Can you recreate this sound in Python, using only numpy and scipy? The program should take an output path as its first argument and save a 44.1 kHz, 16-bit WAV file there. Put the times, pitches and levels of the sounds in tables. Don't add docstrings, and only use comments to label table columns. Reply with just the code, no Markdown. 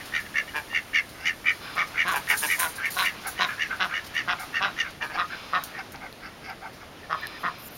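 import sys
import numpy as np
from scipy import signal
from scipy.fft import rfft, irfft, next_fast_len
from scipy.io import wavfile
from scipy.ndimage import uniform_filter1d, map_coordinates

SR = 44100
rng = np.random.default_rng(int(sys.argv[2]) if len(sys.argv) > 2 else 0)


def persist_wave(psi):
    counts = np.round(np.clip(psi, -1, 1) * 32767).astype(np.int16)
    wavfile.write(sys.argv[1], SR, np.atleast_2d(counts).T)


def makeup_ratio(level_db):
    decades = np.asarray(level_db, float) / 20
    return 10 ** decades


N = 342657


def unit(x):
    return x / np.sqrt(np.mean(x ** 2) + 1e-20)


def along(points, hz):
    f, v = np.transpose(points)
    return np.interp(np.log(hz + 1), np.log(f + 1), v)


def filtered(x, response):
    m = next_fast_len(len(x) + 8192)
    return irfft(rfft(x, m) * response(np.fft.rfftfreq(m, 1 / SR)), m)[:len(x)]


def add_at(out, s, sound):
    out[round(s * SR):][:len(sound)] += sound


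def rush(spectrum, patchy_db):
    z = signal.stft(rng.standard_normal(N), nperseg=512)[2]
    patches = uniform_filter1d(rng.standard_normal(z.shape), size=6, axis=0)
    patches = uniform_filter1d(patches, size=12, axis=1)
    noise = signal.istft(z * makeup_ratio(patchy_db * unit(patches)), nperseg=512)[1][:N]
    points = [(8, -120)] + list(spectrum) + [(21000, -120)]
    return unit(filtered(noise, lambda hz: makeup_ratio(along(points, hz))))


def resonances(modes, f, order=1):
    total = 0
    for k, (c, w, db) in enumerate(modes):
        ring = 1j * f * w / (c * c - f * f + 1j * f * w)
        total = total + (-1) ** k * makeup_ratio(db) * ring ** order
    return total


def strokes(rows, db_per_s, fade_s):
    t = np.arange(N) / SR
    gain = np.zeros(N)
    for s, length, db in rows:
        slope_db = db_per_s * np.clip(t - s - length / 2, -length, length)
        fade = np.clip(np.minimum(t - s, s + length - t) / fade_s, 0, 1)
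        gain += makeup_ratio(db + slope_db) * fade
    return gain


def duck(calls, pipe, jitter, scatter_db, puff, puff_s, arch, tint_db, rise, stretch, follows=(1, 2)):
    out, t = np.zeros(N + SR), np.arange(8192) / SR
    f = np.fft.rfftfreq(len(t), 1 / SR)
    puff_shape = rfft((t / puff_s * np.exp(1 - t / puff_s)) ** 2)
    for s, db, length, *colour_db, pulse_hz in calls:
        timing, loudness, pose, angle, detune = rng.standard_normal((5, 40))
        air = rng.standard_normal(len(t))
        times = np.cumsum((1 + jitter * timing) / pulse_hz) - .7 / pulse_hz
        places = np.clip(times * SR, 0, len(t) - 1).astype(int)

        def effort(when):
            return np.sin(np.pi * np.clip(when / (stretch * length), 0, 1) ** rise) ** 0.811

        def train(size):
            return np.bincount(places, size, len(t))

        size = effort(times) * makeup_ratio(scatter_db * loudness)
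        breath = puff * irfft(rfft(train(size)) * puff_shape) * air / np.sqrt(puff_s * SR)
        neck = 1 + .01 * pose[0]
        turn = iter(1.5 * angle)
        shift = iter(1 + .01 * detune)
        parts = []
        for group in pipe:
            rung = 0
            for k, (hz, width, level) in enumerate(group):
                slaps = train(size * makeup_ratio(tint_db * rng.standard_normal(40)))
                mode = (hz * next(shift), width, level + next(turn))
                rung = rung + (-1) ** k * rfft(slaps + breath) * resonances([mode], f * neck, order=2)
            parts.append(unit(irfft(rung)))
        opening = .4 + .7 * effort(t - .006)
        opening = opening * makeup_ratio(np.interp(t, .011 * np.arange(39), pose[1:]))
        voice = parts[0]
        for g, part, k in zip(colour_db, parts[1:], follows):
            voice = voice + makeup_ratio(g) * part * opening ** k
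        waver = .015 * np.interp(t, .014 * np.arange(40), angle[::-1])
        pace = 1 + arch * (effort(t) - .7) + waver
        voice = map_coordinates(voice, [np.cumsum(pace)])
        add_at(out, s, makeup_ratio(db) * np.sqrt(length * SR / len(t)) * voice)
    return out[:N]


# (time [s], level [dB], length [s], upper throat [dB])
DRAKE = [(0.001, -41.5, 0.013, -5.5), (0.118, -28.5, 0.071, -4.5), (0.245, -42.5, 0.025, -7),
         (0.338, -27, 0.058, 0), (0.459, -45, 0.046, -4), (0.681, -40, 0.1, -15),
         (0.729, -29.5, 0.054, 3.5), (0.928, -25.5, 0.063, 3), (1.24, -28, 0.056, 0),
         (1.44, -26.5, 0.069, 5), (1.761, -31.5, 0.061, 5.5), (1.962, -26.5, 0.063, 3),
         (2.271, -26, 0.06, 1), (2.472, -28.5, 0.0695, 2.5), (2.816, -32.5, 0.061, 4.5),
         (3.018, -31, 0.071, 2.5), (3.36, -35, 0.085, -3), (3.576, -30, 0.069, -2.5),
         (3.921, -32, 0.0655, -3), (4.134, -29, 0.071, -3.5), (4.524, -28.5, 0.064, -8),
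         (4.758, -28.5, 0.064, -8), (5.004, -32.5, 0.026, -9), (5.722, -39.5, 0.067, -9),
         (7.013, -48, 0.036, -10), (7.217, -33, 0.035, -19), (7.323, -45.5, 0.048, -14)]
# (frequency [Hz], width [Hz], level [dB])
DRAKE_PIPE = [
    [(1805, 180, 14.5), (1200, 200, -6), (1520, 350, 0)],
    [(2235, 200, 21), (2030, 250, 13)],
    [(2790, 150, 11), (3500, 500, -8), (4620, 260, -3), (5450, 250, -6), (5900, 1700, -6)],
]
# (time [s], bill towards the camera [dB], pulse rate [Hz])
DRAKE_WALK = [
    (.2, -7.5, 75.4),
    (0.701, 0.5, 77.76),
    (1.25, -1, 82.6),
    (1.448, -6, 82.5),
    (2.798, -5, 87.5),
    (3.1, 2, 83.4),
    (3.503, -1, 76.54),
    (5.003, -3.5, 80.17),
    (5.7, -20, 83),
]


def near_drake():
    when, bill_db, pulse_hz = np.transpose(DRAKE_WALK)
    calls = []
    for call in DRAKE:
        calls.append((*call, np.interp(call[0], when, bill_db), np.interp(call[0], when, pulse_hz)))
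    return duck(calls, DRAKE_PIPE, jitter=.03, scatter_db=1, puff=1.3, puff_s=.0034, arch=.08, tint_db=2.5,
                rise=0.905, stretch=1.287)


def chested(calls, chest_db):
    return [(s, db, length, chest_db, bill_db, hz) for s, db, length, bill_db, hz in calls]


HOARSE = dict(jitter=.03, scatter_db=1.8, puff=.3, puff_s=.0018, arch=.09, tint_db=3.2)
CHESTY = (-1, 2)

# (time [s], level [dB], length [s], bill [dB], pulse rate [Hz])
HEN = [
    (2.05, -25.5, 0.079, -7.5, 179.4),
    (2.582, -26.5, 0.073, -8.5, 169.7),
    (2.96, -26, 0.0746, -1, 181.7),
    (3.391, -24.5, 0.059, -2, 178.6),
]
# (frequency [Hz], width [Hz], level [dB])
HEN_PIPE = [
    [(1042, 255, 4), (1486, 197, 3.5), (1920, 1000, -7.5)],
    [(803, 330, 6.5), (183, 410, -6)],
    [(2400, 1200, 8.5), (3450, 840, 5), (3900, 300, 17.3), (5100, 570, 3.8), (6500, 1400, 6.9)],
]


def facing_hen():
    return duck(chested(HEN, -11.5), HEN_PIPE, **HOARSE, rise=0.7, stretch=1.416, follows=CHESTY)


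# (time [s], level [dB], length [s], bill [dB], pulse rate [Hz])
OPEN_HEN = [
    (3.794, -25, 0.057, -3.5, 179.9),
    (4.275, -24.5, 0.051, -6, 176.9),
    (4.604, -25.5, 0.072, -6.5, 192.8),
]
# (frequency [Hz], width [Hz], level [dB])
OPEN_PIPE = [
    [(1500, 280, 6.5), (1115, 255, 3), (1930, 340, 3)],
    [(754, 280, 7), (183, 340, -5.5)],
    [(2600, 640, 10.5), (3330, 280, 4.5), (3720, 330, 9), (5200, 1300, -1.5)],
]


def open_hen():
    return duck(chested(OPEN_HEN, -11), OPEN_PIPE, **HOARSE, rise=0.703, stretch=1.4, follows=CHESTY)


# (time [s], level [dB], length [s], bill [dB], pulse rate [Hz])
HEN_TURNED = [
    (1.759, -28.5, 0.066, -9, 165.5),
    (5.167, -25, 0.062, -10.5, 174.7),
    (5.526, -23, 0.053, -10.5, 178.7),
    (7.095, -26.5, 0.054, -15, 160.5),
    (7.431, -26, 0.053, -16.5, 171),
]
# (frequency [Hz], width [Hz], level [dB])
TURNED_PIPE = [
    [(1160, 305, 11), (1480, 310, -5), (1800, 180, 5.5)],
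    [(780, 370, 2.5), (184, 210, -8.5)],
    [(2480, 470, 10.5), (3310, 370, 3), (3770, 310, 5.5), (5040, 950, -1)],
]


def turned_hen():
    return duck(chested(HEN_TURNED, -12), TURNED_PIPE, **HOARSE, rise=0.74, stretch=1.29, follows=CHESTY)


# (time [s], level [dB], length [s], bill [dB], pulse rate [Hz])
LOW_HEN = [
    (.536, -30, 0.05, -5, 145.7),
    (2.135, -28.5, 0.038, -3.5, 137),
    (2.29, -31, 0.041, 2, 145.7),
    (2.415, -29, 0.039, -2.5, 147.3),
    (5.003, -33, 0.05, -6.5, 150.1),
    (5.09, -37.5, 0.028, -9, 151.5),
    (5.135, -35, 0.027, -5, 148.2),
]
# (frequency [Hz], width [Hz], level [dB])
LOW_PIPE = [
    [(1134, 300, -8), (1635, 260, 1), (2332, 84, 0)],
    [(932, 260, 7), (400, 290, -7.5)],
    [(2580, 800, 15.5), (3480, 190, 0), (4640, 720, 5.5), (5670, 600, 1)],
]


def low_hen():
    return duck(chested(LOW_HEN, -3.5), LOW_PIPE, jitter=.025, scatter_db=1.2, puff=.2, puff_s=.0015, arch=.05,
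                tint_db=1.5, rise=0.864, stretch=1.47)


# (time [s], level [dB], length [s], chest [dB], bill [dB])
HEN_SOFT = [(1.149, -43.5, 0.17, -13.5, -3), (3.236, -34.5, 0.048, -6.5, -13),
            (4.372, -38.5, 0.062, -6, -17), (5.114, -43.5, 0.057, 2.5, -2), (5.764, -38, 0.043, -4, -6),
            (5.928, -48, 0.038, 2, -11), (5.991, -42.5, 0.08, -4, -18), (6.211, -42, 0.071, -21, -5.5),
            (6.407, -45, 0.086, -17, -2.5), (6.46, -41.5, 0.065, -2, -8), (6.604, -43, 0.069, 0.5, -16),
            (6.794, -47, 0.036, -8, -12)]
# (frequency [Hz], width [Hz], level [dB])
SOFT_PIPE = [
    [(1250, 250, 3), (1570, 180, 5.5), (2100, 300, 3.5)],
    [(790, 160, 0)],
    [(2590, 200, 9.5), (4500, 300, 7.5), (5100, 1300, 5)],
]


def muttering_hen():
    calls = [(*call, 173) for call in HEN_SOFT]
    return duck(calls, SOFT_PIPE, jitter=.06, scatter_db=2.5, puff=.8, puff_s=.003, arch=.1, tint_db=3,
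                rise=1.0, stretch=1.214)


# (time [s], level [dB], length [s], upper throat [dB])
FAR_DRAKE = [(1.643, -43, 0.05, -11), (1.932, -37.5, 0.044, 1), (2.33, -24, 0.008, -12),
             (2.761, -35, 0.064, -7), (3.469, -31.5, 0.048, -3), (3.689, -30.5, 0.044, -6),
             (3.888, -33.5, 0.04, -1.5), (4.673, -39, 0.016, -17), (4.822, -41, 0.053, 1.5),
             (5.28, -37.5, 0.056, -7), (5.56, -43, 0.045, -5)]
# (frequency [Hz], width [Hz], level [dB])
FAR_PIPE = [
    [(1570, 220, 0)],
    [(2150, 710, 0.5), (1200, 600, -4), (1820, 60, -28)],
]


def far_drake():
    calls = [(*call, 68) for call in FAR_DRAKE]
    return duck(calls, FAR_PIPE, jitter=.1, scatter_db=2, puff=3, puff_s=.005, arch=.06, tint_db=2,
                rise=0.83, stretch=1.505)


# (time [s], length [s], level halfway [dB])
WHEEZE = [
    (1.59, 0.3, -58.5),
    (5.28, 0.38, -61),
    (7.14, 0.5, -61.5),
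]
# (frequency [Hz], width [Hz], level [dB])
WHEEZE_PIPE = [(1190, 430, -1), (1900, 110, -2), (2340, 240, 0.5), (3160, 40, 1), (3470, 98, 0.5),
               (4130, 160, 0.5), (4860, 180, 0), (5300, 270, -3.5)]


def wheeze():
    hiss = unit(filtered(rng.standard_normal(N), lambda f: resonances(WHEEZE_PIPE, f)))
    return makeup_ratio(17.5) * strokes(WHEEZE, db_per_s=-19, fade_s=0.049) * hiss


# (time [s], length [s], level halfway [dB])
SCUFF = [
    (7.39, 0.045, -48),
    (7.58, 0.11, -42.5),
    (7.7, 0.082, -45.5),
]
# (frequency [Hz], level per Hz [dB])
SCUFF_TONE = [(7000, -5.5), (9500, -4), (13000, -7), (16000, -16)]


def scuff():
    return strokes(SCUFF, db_per_s=90, fade_s=0.0067) * rush(SCUFF_TONE, patchy_db=5.5)


# (time [s], peak level
# [dB], time to fall 60 dB [s])
GATE_SHAKES = [(2.077, -26.5, 0.11), (2.112, -24.5, 0.16), (2.156, -22.5, 0.17), (2.2844, -24, 0.17),
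               (2.2956, -19, 0.16), (2.3696, -17.5, 0.38), (2.4294, -22, 0.16), (2.4623, -20, 0.13),
               (2.5094, -18, 0.073), (2.591, -12, 0.18), (2.6194, -21, 0.29), (2.6794, -27, 0.18),
               (2.7546, -28, 0.16), (2.8525, -29, 0.15), (2.902, -25, 0.32), (2.9394, -29.5, 0.54),
               (2.9791, -26.5, 0.36), (3.019, -27, 0.25), (3.0494, -23, 0.11), (3.268, -22.5, 0.22),
               (3.3094, -33, 0.1),
               (0.0518, -35, 0.17), (0.1979, -39, 0.24), (0.5571, -36, 0.29), (1.0894, -37, 0.12),
         (1.5085, -42, 0.59), (1.7509, -34, 0.091), (1.8701, -38.5, 0.21), (3.21, -42, 0.31),
         (3.4256, -33, 0.054), (3.466, -40, 0.67), (3.6671, -42, 0.15), (3.7594, -37, 0.083),
         (3.8442, -40, 0.24), (4.0402, -38, 0.14), (4.0617, -29.5, 0.091), (4.143, -36, 0.13),
         (4.393, -32.5, 0.33), (4.9023, -37, 0.06), (5.0305, -41, 0.44), (5.2759, -40, 0.067),
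         (5.6346, -27.5, 0.18), (5.918, -33, 0.09), (6.7294, -47, 0.31), (7.4684, -46, 0.1)]
# (frequency [Hz], width [Hz], level [dB])
WIRE = [(8990, 40, -4), (9130, 40, 0), (9265, 40, -1), (10240, 60, -2), (11070, 50, -5), (12080, 40, -7)]
# (frequency [Hz], level per Hz [dB])
SHAKE = [(4500, -14.5), (7000, 3.5), (8500, 10), (10000, 1), (13000, -6.5), (16000, -9.5)]
# (frequency [Hz], level per Hz [dB])
LOW_WIRES = [(2000, -44), (4000, 6), (6000, 4.5), (8000, 11), (9500, -33)]


def gate_buzz():
    top, low = np.zeros((2, N + SR))
    t = np.arange(SR // 2) / SR
    for s, db, t60 in GATE_SHAKES:
        shake = makeup_ratio(db + 2.0 - 60 * t / max(t60, .02)) * (1 - np.exp(-t / 0.0036))
        low_db = min(-29.5 + 0.52 * (db + 18), -35)
        add_at(top, s, shake ** 2)
        add_at(low, s, (shake * makeup_ratio(low_db - db)) ** 2)
    grains = makeup_ratio(0.6 * unit(uniform_filter1d(rng.standard_normal(N), size=90)))
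    ring = unit(filtered(rng.standard_normal(N), lambda f: resonances(WIRE, f)))
    buzz = np.sqrt(top[:N]) * unit(grains * (rush(SHAKE, patchy_db=3) + .3 * ring))
    return buzz + np.sqrt(low[:N]) * rush(LOW_WIRES, patchy_db=3)


# (time [s], peak level [dB], ring frequency [Hz], width [Hz])
TICKS = [(0.73, -28.5, 1000, 490), (2.2722, -21, 2500, 3000), (4.666, -38, 3890, 25),
         (5.595, -40, 3800, 30), (5.9447, -27.5, 1500, 900), (5.95, -30, 2230, 900),
         (5.9594, -27, 5300, 1500), (6.127, -29, 4160, 1200), (6.127, -28, 11000, 5000),
         (6.4984, -29, 11000, 7000), (7.2129, -30, 13500, 5000), (7.2702, -14.5, 9900, 5000),
         (7.2704, -20, 4500, 2000)]


def gate_ticks():
    out, t = np.zeros(N + SR), np.arange(4000) / SR
    for s, db, hz, width_hz in TICKS:
        click = t * np.exp(-np.pi * width_hz * t) * np.sin(2 * np.pi * hz * t)
        add_at(out, s, makeup_ratio(db) * click / np.max(np.abs(click)))
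    return out[:N]


# (time [s], peak level [dB])
RATTLE = [
    (.089, -27),
    (4.528, -32),
    (5.638, -7),
    (5.6445, -23),
    (5.6497, -31),
    (5.659, -33),
    (5.6695, -32),
    (5.676, -31),
    (5.921, -23),
    (6.157, -34),
]
CLIP_RING = [(4600, 2500, -2), (9500, 4000, 3)]


def clip_rattle():
    out, t = np.zeros(N + SR), np.arange(600) / SR
    for s, db in RATTLE:
        burst = unit(filtered(rng.standard_normal(600), lambda f: resonances(CLIP_RING, f)))
        add_at(out, s, makeup_ratio(db - 60 * t / 0.0054) * burst / 2)
    return out[:N]


# (frequency [Hz], level [dB], time to fall 60 dB [s])
CLINK = [(9098, -9, 0.17), (10100, 8, 0.24), (11670, -21, 0.63), (12730, -15, 0.26), (14130, -13, 0.18),
         (15640, -11, 0.31)]


def wire_clink():
    out, t = np.zeros(N + SR), np.arange(SR // 2) / SR
    for hz, db, t60 in CLINK:
        add_at(out, 3.268, makeup_ratio(-36 + db - 60 * t / t60) * np.sin(2 * np.pi * hz * t))
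    return out[:N]


# (time [s], level [dB])
YARD = [(0, -56.5), (.3, -59.5), (1.4, -62), (2.1, -55), (2.4, -58), (3.1, -56.5), (4.9, -58),
        (5.02, -66.5), (5.15, -59.5), (5.7, -58), (5.95, -62.5), (6.9, -63.5), (7.4, -60.5), (7.77, -61)]


def stir_db():
    return np.interp(np.arange(N) / SR, *np.transpose(YARD))


# (frequency [Hz], level per Hz [dB])
WATER = [(240, -10.5), (400, -11), (703, -8.5), (758, -6.5), (1040, -5), (1250, -3.5), (1450, -4.5),
         (1990, -5), (8000, -10), (10400, -59), (17600, -120)]


def water():
    return makeup_ratio(stir_db() + 16) * rush(WATER, patchy_db=.8)


# (frequency [Hz], level per Hz [dB])
HISS = [(6000, -4.5), (8000, 7), (10000, -2.5), (13000, -12.5), (16000, -16)]


def air_hiss():
    t, stir = np.arange(N) / SR, stir_db()
    hiss = makeup_ratio(-40.5 - 1.19 * t + 0.21 * (stir - stir.mean()))
    shiver = makeup_ratio(-25.5) * np.exp(-((t - 2.477) / 0.15) ** 2)
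    return (hiss + shiver) * rush(HISS, patchy_db=.8)


# (frequency [Hz], level per Hz [dB])
RUMBLE = [(12, -39), (20, -9), (86, -4.5), (323, -6.5), (387, -9), (702, -9.5), (1500, -27), (1950, -54),
          (3300, -120)]


def traffic():
    return makeup_ratio(-48.0) * rush(RUMBLE, patchy_db=.8)


# (frequency [Hz], time to fall 60 dB [s])
WALLS = [(300, 0.33), (2000, 0.12), (8000, 0.095)]


def walls(x):
    hz, t, z = signal.stft(rng.standard_normal(SR // 2), SR, nperseg=256)
    tail = signal.istft(z * makeup_ratio(-60 * t / along(WALLS, hz)[:, None]), SR, nperseg=256)[1]
    return signal.fftconvolve(np.pad(x, (200, 0)), tail / np.linalg.norm(tail))[:N]


def scene():
    near = near_drake() + facing_hen() + open_hen() + turned_hen() + low_hen()
    far = muttering_hen() + far_drake()
    echo = makeup_ratio(-10.5) * walls(near) + makeup_ratio(-8) * walls(far)
    gate = gate_buzz() + gate_ticks() + clip_rattle() + wire_clink()
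    yard = water() + air_hiss() + traffic()
    return (near + far + echo + wheeze() + scuff() + gate + yard)[None]


def top_cut(x):
    return signal.sosfilt(signal.butter(12, 16670, fs=SR, output="sos"), x)


def record(dry):
    notch_hz, top_hz, clip_top = 7916, 15880, .5

    def ports(hz):
        return np.cos(np.pi / 2 * np.minimum(hz / notch_hz, 1.6)) * (hz < top_hz)

    squashed = dry[0] / (1 + (dry[0] / clip_top) ** 4) ** (1 / 4)
    mix = filtered(squashed, ports)[None]
    return top_cut(mix)


dry = scene()
out = record(dry)
persist_wave(out)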